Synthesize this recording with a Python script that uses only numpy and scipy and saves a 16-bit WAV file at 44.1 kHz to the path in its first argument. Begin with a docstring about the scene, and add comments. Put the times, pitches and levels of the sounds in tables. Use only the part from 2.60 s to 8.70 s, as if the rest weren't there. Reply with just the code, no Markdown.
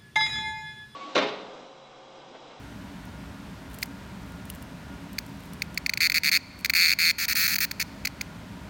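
"""A small room, a cicada held in the fingers close to the microphone. It protests in single clicks,
then in harsh stuttering buzzes, as its two ribbed tymbals buckle, ring its air sac and spring back.
Just as near, its dry wings tick and rustle against the skin. Behind it a low hum and a soft hiss
fill the room, and duck under the recorder's gain control whenever the insect is loud."""
import sys
import numpy as np
from scipy import signal
from scipy.fft import rfft, irfft, next_fast_len
from scipy.io import wavfile

SR = 44100
rng = np.random.default_rng(int(sys.argv[2]) if len(sys.argv) > 2 else 0)


def pcm_store(signal):
    """Save signal as 16-bit PCM."""
    levels = np.round(np.clip(np.atleast_2d(signal), -1, 1) * 32767)
    wavfile.write(sys.argv[1], SR, levels.astype(np.int16).T)


N = 268877
TIME = np.arange(N) / SR

# Clicks of one tymbal, or both in quick succession. Each row: start in seconds, strokes, strength in dB.
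CLICKS = [(1.228, 1, -1), (2.5842, 1, -0.5), (3.0208, 1, -4), (3.176, 1, -1.5), (3.2632, 1, 0),
          (3.2951, 1, 0.5), (3.3366, 1, -2.5), (3.3746, 1, -2.5), (3.4992, 1, 4.5), (3.5202, 1, 2),
          (3.635, 1, 1), (4.0477, 1, 3), (4.058, 1, 0), (4.0977, 2, 4.5), (4.137, 1, 5), (4.303, 2, 4.5),
          (4.3173, 1, 7.5), (4.879, 2, 3.5), (4.9567, 2, 2), (4.9845, 1, 2), (5.1125, 1, -1),
          (5.451, 2, -2.5), (5.4722, 1, -0.5), (5.6114, 1, -5)]
# Buzzes, the tymbals in turn. Each row: first and last stroke in seconds, strokes, strength in dB.
BUZZES = [(3.406, 3.4706, 12, 2), (3.5442, 3.5814, 7, 2), (3.645, 3.692, 8, 2), (3.7164, 3.7718, 11, 3.5),
          (4.151, 4.2599, 20, 5.4), (4.2682, 4.294, 5, 4.5), (4.3264, 4.334, 2, 4.5),
          (4.3887, 4.5097, 21, 4), (4.5841, 4.6508, 12, 0.8), (4.683, 4.728, 8, 2.5),
          (4.7535, 4.7659, 3, 1.5), (4.771, 4.866, 18, 3.5), (4.892, 4.941, 9, 1), (5.0052, 5.0478, 8, 1.5),
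          (5.198, 5.222, 5, -1.5)]
# The fingers' grip on the abdomen. Each row: time in seconds, squeeze from 0 to 1.
SQUEEZE = [(1.2, 0.6), (2.6, 0.95), (3.0, 0.09), (4.52, 0.28), (4.58, 0.8), (5.2, 0.82), (5.6, 0.43)]
# How hard the ribs snap. Each row: time in seconds, level in dB relative to the stroke's strength.
SNAP_HARDNESS = [(1.2, -9), (2.6, -13), (3.37, -12), (3.42, -4), (4.5, -5.5), (4.6, -3.5), (5.05, 0),
                 (5.2, -7), (5.6, -11)]

# Resonances of the insect's body. Each row: frequency in Hz, width in Hz, gain in dB.
AIR_SAC_MODES = [(2058, 370, 11.5), (2550, 357, 14)]
OPEN_FLAP_MODES = [(3730, 160, 16.7)]   # shut by a squeeze
OVERTONE_MODES = [(4386, 550, 8.17)]
TAUT_MODES = [(4380, 400, 16)]   # join in as the abdomen stretches
MEMBRANE_MODES = [(6480, 500, -5.5), (9500, 1000, -12), (13950, 940, 0)]
SIZZLE_MODES = [(16040, 800, 3.9)]
ABDOMEN_MODES = [(1303, 500, 2.1), (1815, 500, 9.7)]
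SPRING_BACK_MODES = [(2170, 540, -2.5), (4610, 530, 2), (6020, 510, 2.5), (7050, 600, -4.5),
                     (9400, 8500, -13.5), (12900, 1100, -9.5), (15600, 890, -7)]
# Peaks and hollows of the cupped fingers. Each row: frequency in Hz, width in Hz, gain in dB.
FINGER_BANDS = [(1290, 470, 3), (3000, 550, -3.5), (5835, 720, -8), (7270, 250, 2.5), (7660, 500, 2),
                (9700, 220, 2.5), (13600, 530, 3), (14620, 450, -12)]

# Wing and claw ticks. Each row: start in seconds, strength in dB.
WING_TICKS = [(.454, -43), (1.1437, -34), (1.1866, -31), (1.8542, -39), (1.9006, -22.5), (1.9495, -37.5),
              (2.025, -36.5), (2.5306, -33.5), (2.664, -38), (2.934, -34.5), (3.145, -33.5)]
# Wings sliding under the thumb. Each row: start in seconds, length in seconds, strength in dB.
WING_SLIDES = [(1.088, 0.09, -49.5), (1.18, .1, -45), (1.597, .18, -53.5), (1.85, .2, -54),
               (2.42, 0.8, -60.5), (3.982, 0.036, -39.5)]
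# The tone of dry wings, heard close. Each row: frequency in Hz, gain in dB.
WING_SPECTRUM = [(1500, -23), (2900, 0.5), (3700, -9), (6000, -6.5), (9000, -2), (10400, -3.5),
                 (12500, -1.5), (14500, -4), (16500, -5)]

# Room tone, a low hum and a hiss. Each row: frequency in Hz, relative level in dB.
HUM_SPECTRUM = [(15, -51), (25, -25), (36, -14.5), (59, 3), (113, -6.5), (139, -5), (171, 1.5), (214, -3.5),
                (243, -6.5), (279, -0.5), (312, -17.5), (374, -13.5), (515, -20), (600, -16.5),
                (700, -25.5), (910, -47), (1540, -120)]
HISS_SPECTRUM = [(350, -34), (600, -4), (781, -6), (948, -3), (1150, -7), (1560, -6.5), (2060, -10),
                 (3690, -15), (7800, -24.5), (8960, -25), (10400, -29.5), (12700, -28), (16500, -35)]
# Narrow drones in the hum. Each row: frequency in Hz, width in Hz, level in dB.
DRONES = [(109.5, 10, -52.5), (188.6, 26, -49), (280.5, 20.4, -55), (618, 3.4, -66.5), (940, 17, -62.5),
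          (1425, 6.8, -61.5)]


def cicada(stop_ms=0.904, squeeze_stop_ms=0.85, low_cut_hz=1200):
    """Each stroke buckles, knocks the abdomen at the end of its travel and springs back."""
    at, ring_db, snap_db, back_db, back_ms = strokes()
    squeeze = np.interp(at, *np.transpose(SQUEEZE))
    knock_db = -0.8 + 4.5 * squeeze - 5 * stretch(at) + (ring_db + snap_db) / 2
    knocks = impulses(at + (stop_ms + squeeze_stop_ms * squeeze) / 1000, from_db(knock_db))
    song = buckling(at, ring_db, snap_db, squeeze) + resonate(knocks, ABDOMEN_MODES)
    song += springing_back(at + back_ms / 1000, back_db)
    # so small a body gives no bass
    return signal.sosfilt(signal.butter(6, low_cut_hz, "high", fs=SR, output="sos"), song)


def rhythm(pair_gap_s=.0041, limp_beats=.11, start_limp_beats=.18, settle_strokes=3, rest_beats=.08):
    """The tymbals take turns. Each row: time in seconds, place in run, strokes in run, strength in dB."""
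    rows = [(start + k * pair_gap_s, k, count, db) for start, count, db in CLICKS for k in range(count)]
    for first, last, count, db in BUZZES:
        turn = np.arange(count)
        # the second tymbal comes early, most of all at the start of a buzz
        early = (limp_beats + start_limp_beats * np.exp(-turn / settle_strokes)) * (turn % 2)
        beat = turn - early + rest_beats * (turn > 1)   # a short rest after the first pair
        rows += [(first + (last - first) * beat[k] / beat[-1], k, count, db) for k in turn]
    return rows


def strokes(jitter_s=.0002):
    """Timing and force of each stroke: a squeeze damps the ring and delays the spring back."""
    at, turn, count, strength_db = np.transpose(rhythm())
    squeeze = np.interp(at, *np.transpose(SQUEEZE))
    swell_db = 1.5 * np.tanh((turn - (count - 1) / 2) / 5)   # the ring builds up through a run
    side_db = (0.5 + squeeze) * (-1) ** turn * (count > 1)   # one tymbal snaps harder than the other
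    ring_db = strength_db + swell_db - 10 * squeeze
    snap_db = strength_db + side_db + np.interp(at, *np.transpose(SNAP_HARDNESS))
    back_db = -0.8 + 0.34 * strength_db + 2.5 * squeeze
    back_ms = 2.2 + 0.6 * squeeze
    jitter = rng.normal(0, jitter_s, len(at)) * (turn > 0)
    return at + jitter, ring_db, snap_db, back_db, back_ms


def stretch(at, memory_s=0.037, full_strokes=14.3):
    """The abdomen's stretch, 0 to 1: it extends as strokes pile up and relaxes in the pauses."""
    since = at[:, None] - at
    recent_strokes = np.sum((since > 0) * np.exp(-abs(since) / memory_s), axis=1)
    return np.tanh(recent_strokes / full_strokes)


def buckling(at, ring_db, snap_db, squeeze, rib_hz=2235, lead_s=.0003):
    """The muscle pulls the tymbal in: ribs give way in step with the air sac, the middle ones hardest."""
    rib = np.arange(-3, 4)
    taut = stretch(at)
    pace_hz = rib_hz * (1 - 0.027 * squeeze + 0.023 * rng.standard_normal(len(at)))
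    unevenness = 0.032 * (1 - taut) + 0.02 * squeeze   # squeezed ribs buckle less evenly
    slip = rng.standard_normal((len(at), len(rib))) * unevenness[:, None]
    times = at[:, None] - lead_s + (rib + slip) / pace_hz[:, None]
    force = from_db(rng.normal(0, 1.0, times.shape))
    reach = (1.3 - 0.4 * squeeze)[:, None]   # a squeezed tymbal moves fewer ribs
    push = force * from_db(ring_db)[:, None] * np.exp(-.5 * (rib / reach) ** 2)
    pulses = impulses(times, push)
    ring = resonate(pulses, AIR_SAC_MODES)
    flaps = resonate(impulses(times, push * (1 - squeeze[:, None]) ** 2), OPEN_FLAP_MODES)
    # the octave above grows piercing as the abdomen stretches
    overtone = resonate(pulses, OVERTONE_MODES)
    overtone += resonate(impulses(times, push * taut[:, None]), TAUT_MODES)
    # the sharp edge of each snap comes a little off the beat of the ring
    edges = times + rng.normal(0, .00005, times.shape)
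    snap = force * np.exp(-abs(rib + 0.088) / 1.58)
    crack = resonate(crumple(impulses(edges, snap * from_db(snap_db)[:, None])), MEMBRANE_MODES)
    # only hard snaps reach the highest resonance
    sizzle = resonate(crumple(impulses(edges, snap * from_db(2.1 * snap_db)[:, None])), SIZZLE_MODES)
    return ring + flaps + overtone + crack + sizzle


def springing_back(at, level_db, rib_gap_ms=0.41, fade_db_per_rib=1.5, scatter_ms=0.14):
    """The muscle lets go and the ribs pop out again in a ragged, bright tick."""
    rib = np.arange(5)
    gaps_ms = rib_gap_ms * rng.uniform(.5, 1.5, (len(at), len(rib)))
    delay_ms = np.cumsum(gaps_ms, axis=1) - gaps_ms[:, :1] + rng.normal(0, scatter_ms, (len(at), 1))
    sizes = from_db(level_db[:, None] - fade_db_per_rib * rib + rng.normal(0, 2.2, gaps_ms.shape))
    pops = impulses(at[:, None] + delay_ms / 1000, -sizes)
    return resonate(crumple(pops, crackle_db=-8.0, settle_ms=1.2), SPRING_BACK_MODES)


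def crumple(clicks, crackle_db=-5.5, settle_ms=2.5):
    """The thin membrane keeps crackling for a moment after each snap."""
    decay = np.exp(-1000 / (settle_ms * SR))
    power = signal.lfilter([1 - decay], [1, -decay], clicks ** 2 + 1e-18)
    return clicks + from_db(crackle_db) * np.sqrt(power) * rng.standard_normal(N)


def fingers(x):
    """Close reflections in the cupped fingers lift some bands and hollow out others."""
    for hz, width, db in FINGER_BANDS:
        x = x + (from_db(db) - 1) * resonate(x, [(hz, width, 0)])
    return x


def wings(tick_s=0.0024, grains_per_s=2500, grain_spread_db=7.0):
    """Stiff wing veins catch on the skin in short ticks and slide in a fine crackle."""
    at, tick_db = np.transpose(WING_TICKS)
    decay = np.exp(-1 / (tick_s * SR))
    tick_envelope = signal.lfilter([1], [1, -decay], impulses(at, from_db(tick_db)) + 1e-18)
    catches = rng.random(N) < grains_per_s / SR
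    grain_sizes = from_db(grain_spread_db * np.minimum(rng.exponential(1, N), 4))
    grains = catches * grain_sizes * rng.standard_normal(N)
    slide_envelope = sum(from_db(db) * np.sin(np.pi * np.clip((TIME - start) / length, 0, 1))
                         for start, length, db in WING_SLIDES)
    ticks = tick_envelope * rng.standard_normal(N)
    return coloured(ticks + slide_envelope * unit_power(grains), WING_SPECTRUM)


def reverberation(x, t60_s=1.48, dull_hz=5000, build_s=0.0027):
    """A diffuse tail comes back to the microphone, dulled by the walls."""
    t = TIME[:SR]
    tail = rng.standard_normal(SR) * from_db(-60 * t / t60_s) * (1 - np.exp(-t / build_s))
    wet = signal.fftconvolve(x, tail / np.linalg.norm(tail))[:N]
    return signal.sosfilt(signal.butter(1, dull_hz, fs=SR, output="sos"), wet)


def room_tone(hum_db=-43.5, hiss_db=-49.5):
    """Well behind the insect: a steady hum with a few narrow drones, and a soft hiss."""
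    hum = from_db(hum_db) * unit_power(coloured(rng.standard_normal(N), HUM_SPECTRUM))
    hiss = from_db(hiss_db) * unit_power(coloured(rng.standard_normal(N), HISS_SPECTRUM))
    drones = sum(from_db(db) * unit_power(resonate(rng.standard_normal(N), [(hz, width, 0)]))
                 for hz, width, db in DRONES)
    return hum + hiss + drones


def from_db(db):
    """Decibels to gain."""
    return 10 ** (np.asarray(db) / 20)


def unit_power(x):
    """Scale to a mean square of one."""
    return x / np.sqrt(np.mean(x ** 2) + 1e-20)


def coloured(x, spectrum):
    """Shape a signal by points of frequency in Hz and gain in dB."""
    hz, db = np.transpose(spectrum)
    size = next_fast_len(N + SR // 10)
    bin_hz = np.maximum(np.fft.rfftfreq(size, 1 / SR), 1)
    gain = from_db(np.interp(np.log(bin_hz), np.log(hz), db))
    return irfft(rfft(x, size) * gain, size)[:N]


def resonate(x, modes):
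    """Parallel resonances of alternating sign."""
    drive = x + 1e-18 * np.cos(np.arange(N))
    out = 0
    for k, (hz, width, db) in enumerate(modes):
        radius = np.exp(-np.pi * width / SR)
        poles = [1, -2 * radius * np.cos(2 * np.pi * hz / SR), radius ** 2]
        gain = (-1) ** k * from_db(db) * (1 - radius ** 2) / 2
        out = out + gain * signal.lfilter([1, 0, -1], poles, drive)
    return out


def impulses(times, sizes):
    """A train of one-sample clicks."""
    samples = np.clip(np.round(np.ravel(times) * SR).astype(int), 0, N - 1)
    return np.bincount(samples, np.ravel(sizes), N)


def scene(reverb_db=-22.5):
    """One microphone, the insect close to it, the room far behind."""
    near = fingers(cicada()) + wings()
    return (near + from_db(reverb_db) * reverberation(near) + room_tone())[None]


def gain_control(x, threshold_db=-29, slope=0.36, average_s=0.0091, release_db_per_s=11.5):
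    """Loud passages turn the recorder's gain down; it creeps back afterwards."""
    decay = np.exp(-1 / (average_s * SR))
    level_db = 10 * np.log10(signal.lfilter([1 - decay], [1, -decay], x ** 2) + 1e-12)
    cut_db = slope * np.maximum(level_db - threshold_db, 0)
    recovery_db = release_db_per_s * TIME
    return x * from_db(recovery_db - np.maximum.accumulate(cut_db + recovery_db, axis=-1))


def record(dry, ceiling=0.45, cutoff_hz=16480):
    """The recorder rides the gain, rounds the peaks and cuts the top treble steeply."""
    held = gain_control(dry)
    rounded = held / (1 + (held / ceiling) ** 4) ** (1 / 4)
    return signal.sosfilt(signal.ellip(12, .1, 70, cutoff_hz, fs=SR, output="sos"), rounded)


dry = scene()
out = record(dry)
pcm_store(out)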